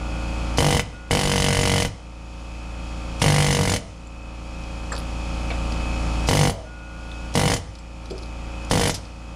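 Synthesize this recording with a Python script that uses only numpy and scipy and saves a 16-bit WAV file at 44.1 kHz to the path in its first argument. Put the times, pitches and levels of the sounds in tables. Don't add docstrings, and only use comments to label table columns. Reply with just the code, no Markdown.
import sys
import numpy as np
from scipy import signal
from scipy.fft import rfft, irfft, next_fast_len
from scipy.io import wavfile
from scipy.ndimage import uniform_filter1d

SR = 44100
rng = np.random.default_rng(int(sys.argv[2]) if len(sys.argv) > 2 else 0)


def magnitude_from_level(level_db):
    exponent = np.asarray(level_db, float) / 20
    return 10 ** exponent


def put_to_file(sound):
    columns = np.atleast_2d(sound).T
    safe = np.clip(columns, -1, 1)
    whole_steps = np.round(safe * 32767)
    wavfile.write(sys.argv[1], SR, whole_steps.astype(np.int16))


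N = 412335
T = np.arange(N) / SR


def coloured(spectrum):
    size = next_fast_len(N)
    hz, db = np.transpose(sorted(spectrum))
    bin_hz = np.arange(size // 2 + 1) * SR / size
    shape_db = np.interp(np.log(bin_hz + 1), np.log(hz), db)
    x = irfft(rfft(rng.standard_normal(size)) * magnitude_from_level(shape_db), size)[:N]
    return x / x.std()


def train(start_s, size):
    x = np.zeros(N + 1)
    at = np.asarray(start_s) * SR
    i = at.astype(int)
    np.add.at(x, i, size * (1 - at + i))
    np.add.at(x, i + 1, size * (at - i))
    return x[:N]


def ring(x, hz, t60_s):
    pole = np.exp(2j * np.pi * hz / SR - np.log(1000) / (t60_s * SR))
    return signal.lfilter([1], [1, -pole], x).imag


def walk(rate_hz):
    k = int(SR / rate_hz)
    steps = np.repeat(rng.standard_normal(N // k + 1), k)
    x = uniform_filter1d(uniform_filter1d(steps, k), k)[:N]
    return x / x.std()


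def soft(x, hz):
    return signal.sosfilt(signal.butter(4, hz, fs=SR, output="sos"), x)


HUSH_S = 0.13


def hush():
    s = blows()[0]
    last_s = s[np.clip(np.searchsorted(s, T) - 1, 0, None)]
    is_open = (T < s[0]) | (T - last_s > HUSH_S)
    return uniform_filter1d(1. * is_open, 600)


SHAFT_HZ, COMPRESSOR_DB = 28.41, -24
# shaft_multiple, level_db
STRONG_ORDERS = [(1, -14), (2, 0), (3, -16), (4, -13), (5, -23), (6, -16), (7, -17), (8, -23), (9, -18),
                 (10, -20), (11, -16), (17, -25), (19, -18), (20, -23), (22, -24), (25, -25), (26, -24),
                 (27, -22), (29, -23), (32, -20), (37, -27), (40, -28), (42, -24), (45, -29), (46, -27),
                 (48, -28)]
ORDERS_TOP, WEAK_DB, WEAK_DB_PER_ORDER = 50, -27, -0.1689
# pitch_hz, level_db
MOTOR_LINES = [(163.7, -16), (240, -22), (2299, -59), (2360, -58), (2417, -54), (2473, -57), (2503, -55),
               (2527, -53), (2558, -46), (2616, -55), (2912, -60), (2988, -61), (3268, -58)]
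# hz, level_db_per_hz
MACHINE_NOISE = [(18, -32), (30, -3.5), (65, -14.5), (103, -17.5), (309, -19.5), (412, -26), (540, -19.5),
                 (680, -26), (1310, -21.5), (1850, -29), (2470, -24.5), (3000, -33), (3900, -69),
                 (6600, -120)]
MACHINE_NOISE_DB = -35.5
# hz, level_db_per_hz
LINE_HISS = [(1760, -31), (3000, -3), (3250, -2.5), (3960, -8.5), (4210, -5), (5340, -6), (6160, -10.5),
             (6730, -7.5), (9010, -17), (9910, -14), (11100, -28), (14200, -35), (15200, -46)]
LINE_HISS_DB = -41.5


def compressor():
    turn = 2 * np.pi * SHAFT_HZ * (T + 0.00003 * walk(3.69))
    waver = [magnitude_from_level(0.6 * walk(4)) for _ in range(6)]
    orders = {k: WEAK_DB + WEAK_DB_PER_ORDER * k for k in range(1, ORDERS_TOP + 1)}
    orders |= dict(STRONG_ORDERS)
    strokes, motor = np.zeros(N), np.zeros(N)
    for k, db in orders.items():
        phase = np.pi * (k / 2 + 1) if k < 5 else rng.uniform(0, 2 * np.pi)
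        strokes += magnitude_from_level(db) * waver[k % 6] * np.sin(k * turn + phase)
    for hz, db in MOTOR_LINES:
        base_db = COMPRESSOR_DB if hz < 300 else 3
        motor += magnitude_from_level(db + base_db + 2.33 * walk(9)) * np.sin(hz / SHAFT_HZ * turn)
    lines = magnitude_from_level(COMPRESSOR_DB) * strokes + (0.25 + 0.71 * hush()) * motor
    throb = magnitude_from_level(MACHINE_NOISE_DB + 0.57 * np.sin(2 * turn)) * coloured(MACHINE_NOISE)
    leak = magnitude_from_level(LINE_HISS_DB + 0.45 * walk(4.6)) * coloured(LINE_HISS)
    return np.sqrt(2) * lines + throb + leak


# start_s, level_db
TUBE_RINGS = [
    (0, -40.5),
    (.93, -30.5),
    (6.655, -30),
]
TUBE_HZ, TUBE_T60_S = 1443, 4.2


def tube():
    out = np.zeros(N)
    hits_s = blows()[0]
    for s, db in TUBE_RINGS:
        stop_s = hits_s[hits_s > s][0] - 0.02
        out += (T >= s) * (T < stop_s) * magnitude_from_level(db - 60 * (T - s) / TUBE_T60_S)
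    return uniform_filter1d(out, 1500) * np.sin(2 * np.pi * TUBE_HZ * T)


# recover_from_s, from_db
GAIN_RECOVERY = [(0, -4.5), (1.03, -14.5), (2.0, -16.5), (3.95, -15.5), (6.66, -15), (7.72, -16),
                 (9.1, -14)]
GAIN_TOP_DB, RECOVER_S, IN_BURST_DB = 4.5, 1.546, 4


def camera_gain():
    dive_s = np.r_[0, np.transpose(BURST_PULLS)[0]]
    which = np.searchsorted(dive_s, T, "right") - 1
    back_s, low_db = np.array(GAIN_RECOVERY)[which].T
    sinking_db = IN_BURST_DB * np.clip((back_s - T) / np.maximum(back_s - dive_s[which], 0.1), 0, 1)
    missing = np.exp(-np.clip(T - back_s, 0, None) / RECOVER_S)
    db = GAIN_TOP_DB - (GAIN_TOP_DB - low_db) * missing + sinking_db
    return magnitude_from_level(uniform_filter1d(db, size=SR // 50))


# start_s, peak_db, pitch_hz, t60_s
CHISEL_TICKS = [(4.0711, -41, 7260, 0.015), (4.6369, -38, 5100, 0.025), (4.919, -27, 7500, 0.06),
                (4.9517, -27, 4940, 0.016), (4.9636, -26, 4500, 0.018), (5.0, -31, 4700, .015),
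                (4.979, -22, 4520, 0.009), (5.7208, -24, 4900, 0.021), (7.1142, -31, 3520, 0.025),
                (7.7523, -35, 4870, 0.028), (7.787, -36, 4760, 0.017), (8.057, -33.5, 5160, 0.02),
                (8.1014, -37, 4890, 0.025), (8.108, -27, 4700, 0.025), (8.18, -28, 5130, 0.01),
                (8.1864, -34, 4770, 0.025), (8.2242, -35, 5500, 0.019), (8.232, -33, 4830, 0.025),
                (8.2581, -37, 4530, 0.023), (8.648, -34, 6920, 0.015), (9.0525, -37, 4570, 0.025)]
# start_s, peak_db, pitch_hz, t60_s
DULL_KNOCKS = [(3.2157, -15.5, 544, 0.011), (3.2157, -17, 3260, 0.025), (3.2157, -25, 9100, .02),
               (4.918, -23.5, 1300, 0.17), (4.918, -22.5, 1750, 0.052), (4.919, -30, 560, 0.19),
               (4.925, -29, 960, 0.15), (4.922, -40, 8200, 0.1), (4.925, -27, 4600, 0.06),
               (5.502, -21, 2400, 0.11), (5.502, -27, 670, 0.11), (5.502, -29, 1500, 0.13),
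               (5.503, -30, 3900, .1), (7.788, -45, 7650, 0.065), (8.1, -23, 380, 0.3),
               (8.109, -33, 560, 0.2), (8.11, -48, 7500, .1), (4.98, -38.5, 10900, 0.089),
               (4.98, -51, 13200, 0.1), (3.8, -39, 660, 0.57), (6.52, -32.5, 620, 0.63),
               (7.59, -29, 93, 0.62), (3.78, -29, 91, 0.37), (.85, -33, 111, 0.49),
               (8.876, -25, 11000, 0.046), (8.876, -38, 13200, 0.06), (8.944, -32, 11000, 0.033),
               (8.9, -26, 6400, .15), (7.52, -50, 10300, .05), (7.54, -18, 6400, 0.035)]


def ticks():
    out = np.zeros(N)
    crack = coloured([(800, -17), (4000, -9), (10000, 15), (15500, -30)])
    u = T[:SR // 6]
    for s, db, hz, t60_s in CHISEL_TICKS + DULL_KNOCKS:
        i = int(s * SR)
        grit = crack[i:i + len(u)] * np.exp(-u / 0.0042)
        attack = 1 - np.exp(-u / (0.012 * t60_s))
        scrape = rng.standard_normal(len(u)) * magnitude_from_level(-60 * u / t60_s) * attack
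        bell_s = 0.15 * t60_s if hz > 7000 else min(t60_s, 6 / hz)
        sound = ring(ring(scrape, hz, bell_s), hz, bell_s)
        out[i:i + len(u)] += magnitude_from_level(db) * (sound / np.abs(sound).max() + 0.098 * (hz > 3000) * grit)
    return out


# start_s, length_s, level_db
VALVE_PUFFS = [(0.573, 0.0047, -27), (0.788, 0.02, -47), (1.103, .012, -47), (1.863, 0.016, -43.5),
               (3.197, .015, -40), (3.76, .02, -57), (6.273, 0.022, -31), (6.505, .02, -104),
               (7.34, 0.0073, -35), (7.564, .025, -59), (8.699, .013, -36), (8.894, 0.019, -41.5),
               (8.942, 0.01, -30.5)]


def valve():
    envelope = np.zeros(N)
    for s, length_s, db in VALVE_PUFFS:
        envelope += magnitude_from_level(db) * (T >= s) * np.exp(-np.clip(T - s - length_s, 0, 9) / 0.015)
    return envelope * coloured([(500, -18), (3000, -2), (5500, 6.5), (7500, -1), (11000, -7), (15500, -35)])


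# hz, level_db_per_hz
EXHAUST_AIR = [(530, -36), (900, -12), (1300, -13.5), (1500, -8), (2050, -4), (2640, -10), (2940, -1.5),
               (3600, -10), (5160, -6.5), (7600, -13), (9900, -9.5), (11500, -23.5), (13500, -33),
               (15700, -55.5)]
# pitch_hz, level_db, t60_s
SHANK_RINGS = [(3580, -2.5, 0.021), (4300, -4, 0.045), (5320, -11, 0.12), (6280, -7, 0.13),
               (7030, -6.5, 0.096), (8800, -18, 0.08), (9280, -11, 0.11), (10230, -6.5, 0.074),
               (10900, -11, 0.07)]


def exhaust(s, air_db, rebound_db):
    u = T[:SR // 10]
    gush = (1 - np.exp(-u / 0.0009)) * (0.6 * np.exp(-u / 0.003) + np.exp(-(u / 0.016) ** 2))
    rebound = signal.fftconvolve(train(s + 0.005, magnitude_from_level(air_db + rebound_db)), np.exp(-u / 0.002))
    noise = coloured(EXHAUST_AIR) * magnitude_from_level(0.91 * walk(300))
    low = signal.sosfiltfilt(signal.butter(2, 3300, fs=SR, output="sos"), noise)
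    hiss = (signal.fftconvolve(train(s, magnitude_from_level(air_db)), gush) + rebound)[:N] * (noise - low)
    rasp = signal.fftconvolve(train(s - 0.0004, magnitude_from_level(air_db)), np.exp(-u / 0.009))[:N] * low
    chance = rng.standard_normal((len(s), 2, len(SHANK_RINGS))).T
    shank = np.zeros(N)
    for (hz, db, t60_s), (late, loud) in zip(SHANK_RINGS, chance):
        shank += ring(train(s + 0.002 + 0.001 * late, magnitude_from_level(air_db + db + 4.5 * loud)), hz, t60_s)
    return magnitude_from_level(2) * hiss + magnitude_from_level(6) * rasp + magnitude_from_level(-4) * soft(shank, 11700)


# hz, level_db_per_hz
MOUNT_SHAKE = [(15, -23), (28, -1), (60, 1.5), (100, 0.5), (160, 2), (300, -11), (700, -18), (1500, -35.5)]


def mount(s, pop_db):
    envelope = signal.fftconvolve(train(s, magnitude_from_level(pop_db)), np.hanning(SR // 25))[:N]
    return envelope * coloured(MOUNT_SHAKE)


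# pitch_hz, level_db, t60_s, lag_s
FRAME_RINGS = [(52, -19, 0.18, 0.0019), (102.7, -8, 0.23, -0.0033), (150.3, -14.5, 0.237, -0.0012),
               (194, -14, 0.17, 0.0012), (272, -8.5, 0.054, 0.0004), (476.3, -10, 0.047, 0.0005),
               (566.6, -22, 0.13, 0.0012), (840, -17.5, 0.032, 0.0006), (943, -22.5, 0.04, 0.0003),
               (1315, -10.5, 0.013, 0.0005),
               (84.7, -26, 0.67, 0.0045), (96.5, -18, 0.37, -0.0004), (613, -26.5, 0.26, -0.0048),
             (692, -37, 0.33, 0.038), (1210, -27, 0.012, 0.0077)]


def pop_and_frame(s, pop_db, low_db, tube_db):
    w = np.arange(-60, 61) / SR * np.pi * 780
    pop = signal.fftconvolve(train(s, magnitude_from_level(pop_db)), (2 * w ** 2 - 1) * np.exp(-w ** 2), "same")
    frame = np.zeros(N)
    for hz, db, t60_s, lag_s in FRAME_RINGS:
        seat_db = (hz < 230) * low_db + (120 < hz < 170) * tube_db
        chance_db = 1.05 * rng.standard_normal(len(s))
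        frame += ring(train(s + lag_s, magnitude_from_level(pop_db + db + seat_db + chance_db)), hz, t60_s)
    return 1.234 * pop + soft(frame, 6100)


# pitch_hz, level_db, t60_s, lag_s
CHISEL_RINGS = [(1474, -11, 0.08, 0.), (1750, -11, 0.035, .0004), (2021, -2, 0.028, -.0003),
                (2198, -6.5, 0.028, -.0002), (2900, 3.5, 0.005, .0003), (2996, 3, 0.017, .0052)]
CRACK_DB, CRACK_S = 8, 0.0014


def chisel_steel(s, clang_db, two_db, three_db):
    jitter_s = 0.00003 * rng.standard_normal(len(s))
    rings = np.zeros(N)
    for hz, db, t60_s, lag_s in CHISEL_RINGS:
        chance = rng.standard_normal(len(s))
        seat_db = (1800 < hz < 2500) * two_db + (2500 < hz < 3500) * three_db
        size = magnitude_from_level(clang_db + db + seat_db + 1.5 * chance)
        rings += ring(train(s - 0.0004 + lag_s + jitter_s, size), hz, t60_s)
    hits = train(s - 0.0005, magnitude_from_level(clang_db + CRACK_DB + 1.8 * chance))
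    snap = signal.fftconvolve(hits, np.exp(-T[:SR // 50] / CRACK_S))[:N]
    crack = snap * coloured([(600, -12), (1500, -0.5), (4500, -2), (9000, -10), (15000, -28)])
    return magnitude_from_level(4) * soft(rings, 5800) + crack


# start_s, first_gap_ms, steady_blows, first_period_ms, slowing_ms_per_blow
BURST_PULLS = [
    (.5845, 20.9, 9, 19.95, .11),
    (1.1098, 21.2, 34, 20.3, .08),
    (3.2185, 23.3, 25, 20.0, .062),
    (6.2879, 23.9, 9, 20.0, .057),
    (7.3537, 21.1, 9, 20.0, .15),
    (8.712, 22.2, 9, 20.2, 0),
]
SLOWEST_MS = 21.09
# at_s, late_ms
CHISEL_SLIPS = [(3.675, 1.3), (3.717, 1.6), (7.477, 2.1), (7.498, 3.1), (7.538, -2.6), (8.795, 1.3),
                (8.815, -2), (8.835, -1.1), (8.875, -2.1)]
SLIP_AIR_DB = 1.1
# from_s, pop_peak_db, clang_db, air_db
LEAN_FORCE = [(.5, -12, -28.5, -29), (1.0, -14.5, -28.5, -29.5), (1.305, -14, -26.5, -28.5),
              (3.1, -14, -28, -27), (3.558, -14.5, -30, -30), (3.685, -15, -29.5, -27.5),
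              (6.2, -12, -27.5, -29.5), (7.3, -13.5, -29.5, -29), (7.49, -14, -31, -28),
              (8.6, -13.5, -30, -28.5)]
# extra_db, fade_blows
BURST_ONSET = [(4.5, 2.5), (3.5, 1.3), (3.5, 0.47)]
# start_s, pop_peak_db, clang_db, air_db
DYING_STROKES = [(0.7957, -17.5, -25, -32), (1.8497, -17.5, -28.5, -31.5), (3.7623, -22, -33, -31.5),
                 (6.4965, -16.5, -33.5, -33.5), (6.5246, -28, -52, -58), (7.5635, -24, -43, -34.5)]


def blows():
    s, k = [], []
    for first_s, gap_ms, count, period_ms, sag_ms in BURST_PULLS:
        steady_ms = np.minimum(period_ms + sag_ms * np.arange(count - 1), SLOWEST_MS)
        gaps_ms = np.r_[0, gap_ms, steady_ms]
        s = np.r_[s, first_s + np.cumsum(gaps_ms) / 1000]
        k = np.r_[k, np.arange(count + 1)]
    force = np.array(LEAN_FORCE)
    onset_db = np.transpose([extra_db * np.exp(-k / fade) for extra_db, fade in BURST_ONSET])
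    db = force[np.searchsorted(force[:, 0], s) - 1, 1:] + onset_db
    for at_s, late_ms in CHISEL_SLIPS:
        i = np.argmin(np.abs(s - at_s))
        s[i] += late_ms / 1000
        db[i, 2] += SLIP_AIR_DB
    rows = np.r_[np.c_[s, db], DYING_STROKES]
    return rows[np.argsort(rows[:, 0])].T


# from_s, below_200hz_db, rings_2khz_db, rings_3khz_db, tube_150hz_db
CHISEL_SEAT = [(.5, -6., 2.5, 0.5, 1), (1.0, -2, 0.5, 0.5, -5), (3.1, -1, 3.5, -7, 3),
               (3.55, 0.5, 2.5, -5, -4), (6.2, -3, 1, -1, 0), (7.3, -3.5, 3, -3, 1), (8.6, -4., 0, -6, 1)]
SCATTER_DB = 0.77


def hammer():
    s, *force = blows()
    pop_db, clang_db, air_db = force + SCATTER_DB * rng.standard_normal((len(s), len(force))).T
    seat = np.array(CHISEL_SEAT)
    _, low_db, two_db, three_db, tube_db = seat[np.searchsorted(seat[:, 0], s) - 1].T
    out = pop_and_frame(s, pop_db, low_db, tube_db)
    out += chisel_steel(s, clang_db, two_db, three_db)
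    out += exhaust(s, air_db, 3 * three_db - 8)
    return out + magnitude_from_level(-12.5) * mount(s, pop_db)


ROOM_T60_S, ROOM_DB = 0.14, -13.5
FAR_T60_S, FAR_DB = 0.82, -15


def garage_tail(near):
    u = T[:SR // 2]
    noise = coloured([(40, 0), (200, -4), (500, -3), (3000, -4.5), (9000, -5.5), (12000, -18), (16000, -40)])
    decay = magnitude_from_level(-60 * u / ROOM_T60_S) + magnitude_from_level(FAR_DB - 60 * u / FAR_T60_S)
    tail = noise[:len(u)] * decay * (u > 0.006)
    return magnitude_from_level(ROOM_DB) * signal.fftconvolve(near, tail / np.sqrt(np.sum(tail ** 2)))[:N]


def scene():
    steady = camera_gain() * (compressor() + tube())
    near = ticks() + valve() + hammer()
    return (steady + near + garage_tail(near))[None]


def roll_off(x):
    return signal.sosfilt(signal.butter(12, 15840, fs=SR, output="sos"), x)


MIC_TOP_HZ, TOP_HZ = 14500, 15600


def record(dry):
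    x = signal.sosfilt(signal.butter(2, 22, "high", fs=SR, output="sos"), soft(dry, MIC_TOP_HZ))
    x = np.tanh(0.79 * x) / 0.81
    x = signal.sosfilt(signal.ellip(12, 0.2, 70, TOP_HZ, fs=SR, output="sos"), x)
    return roll_off(x)


dry = scene()
out = record(dry)
put_to_file(out)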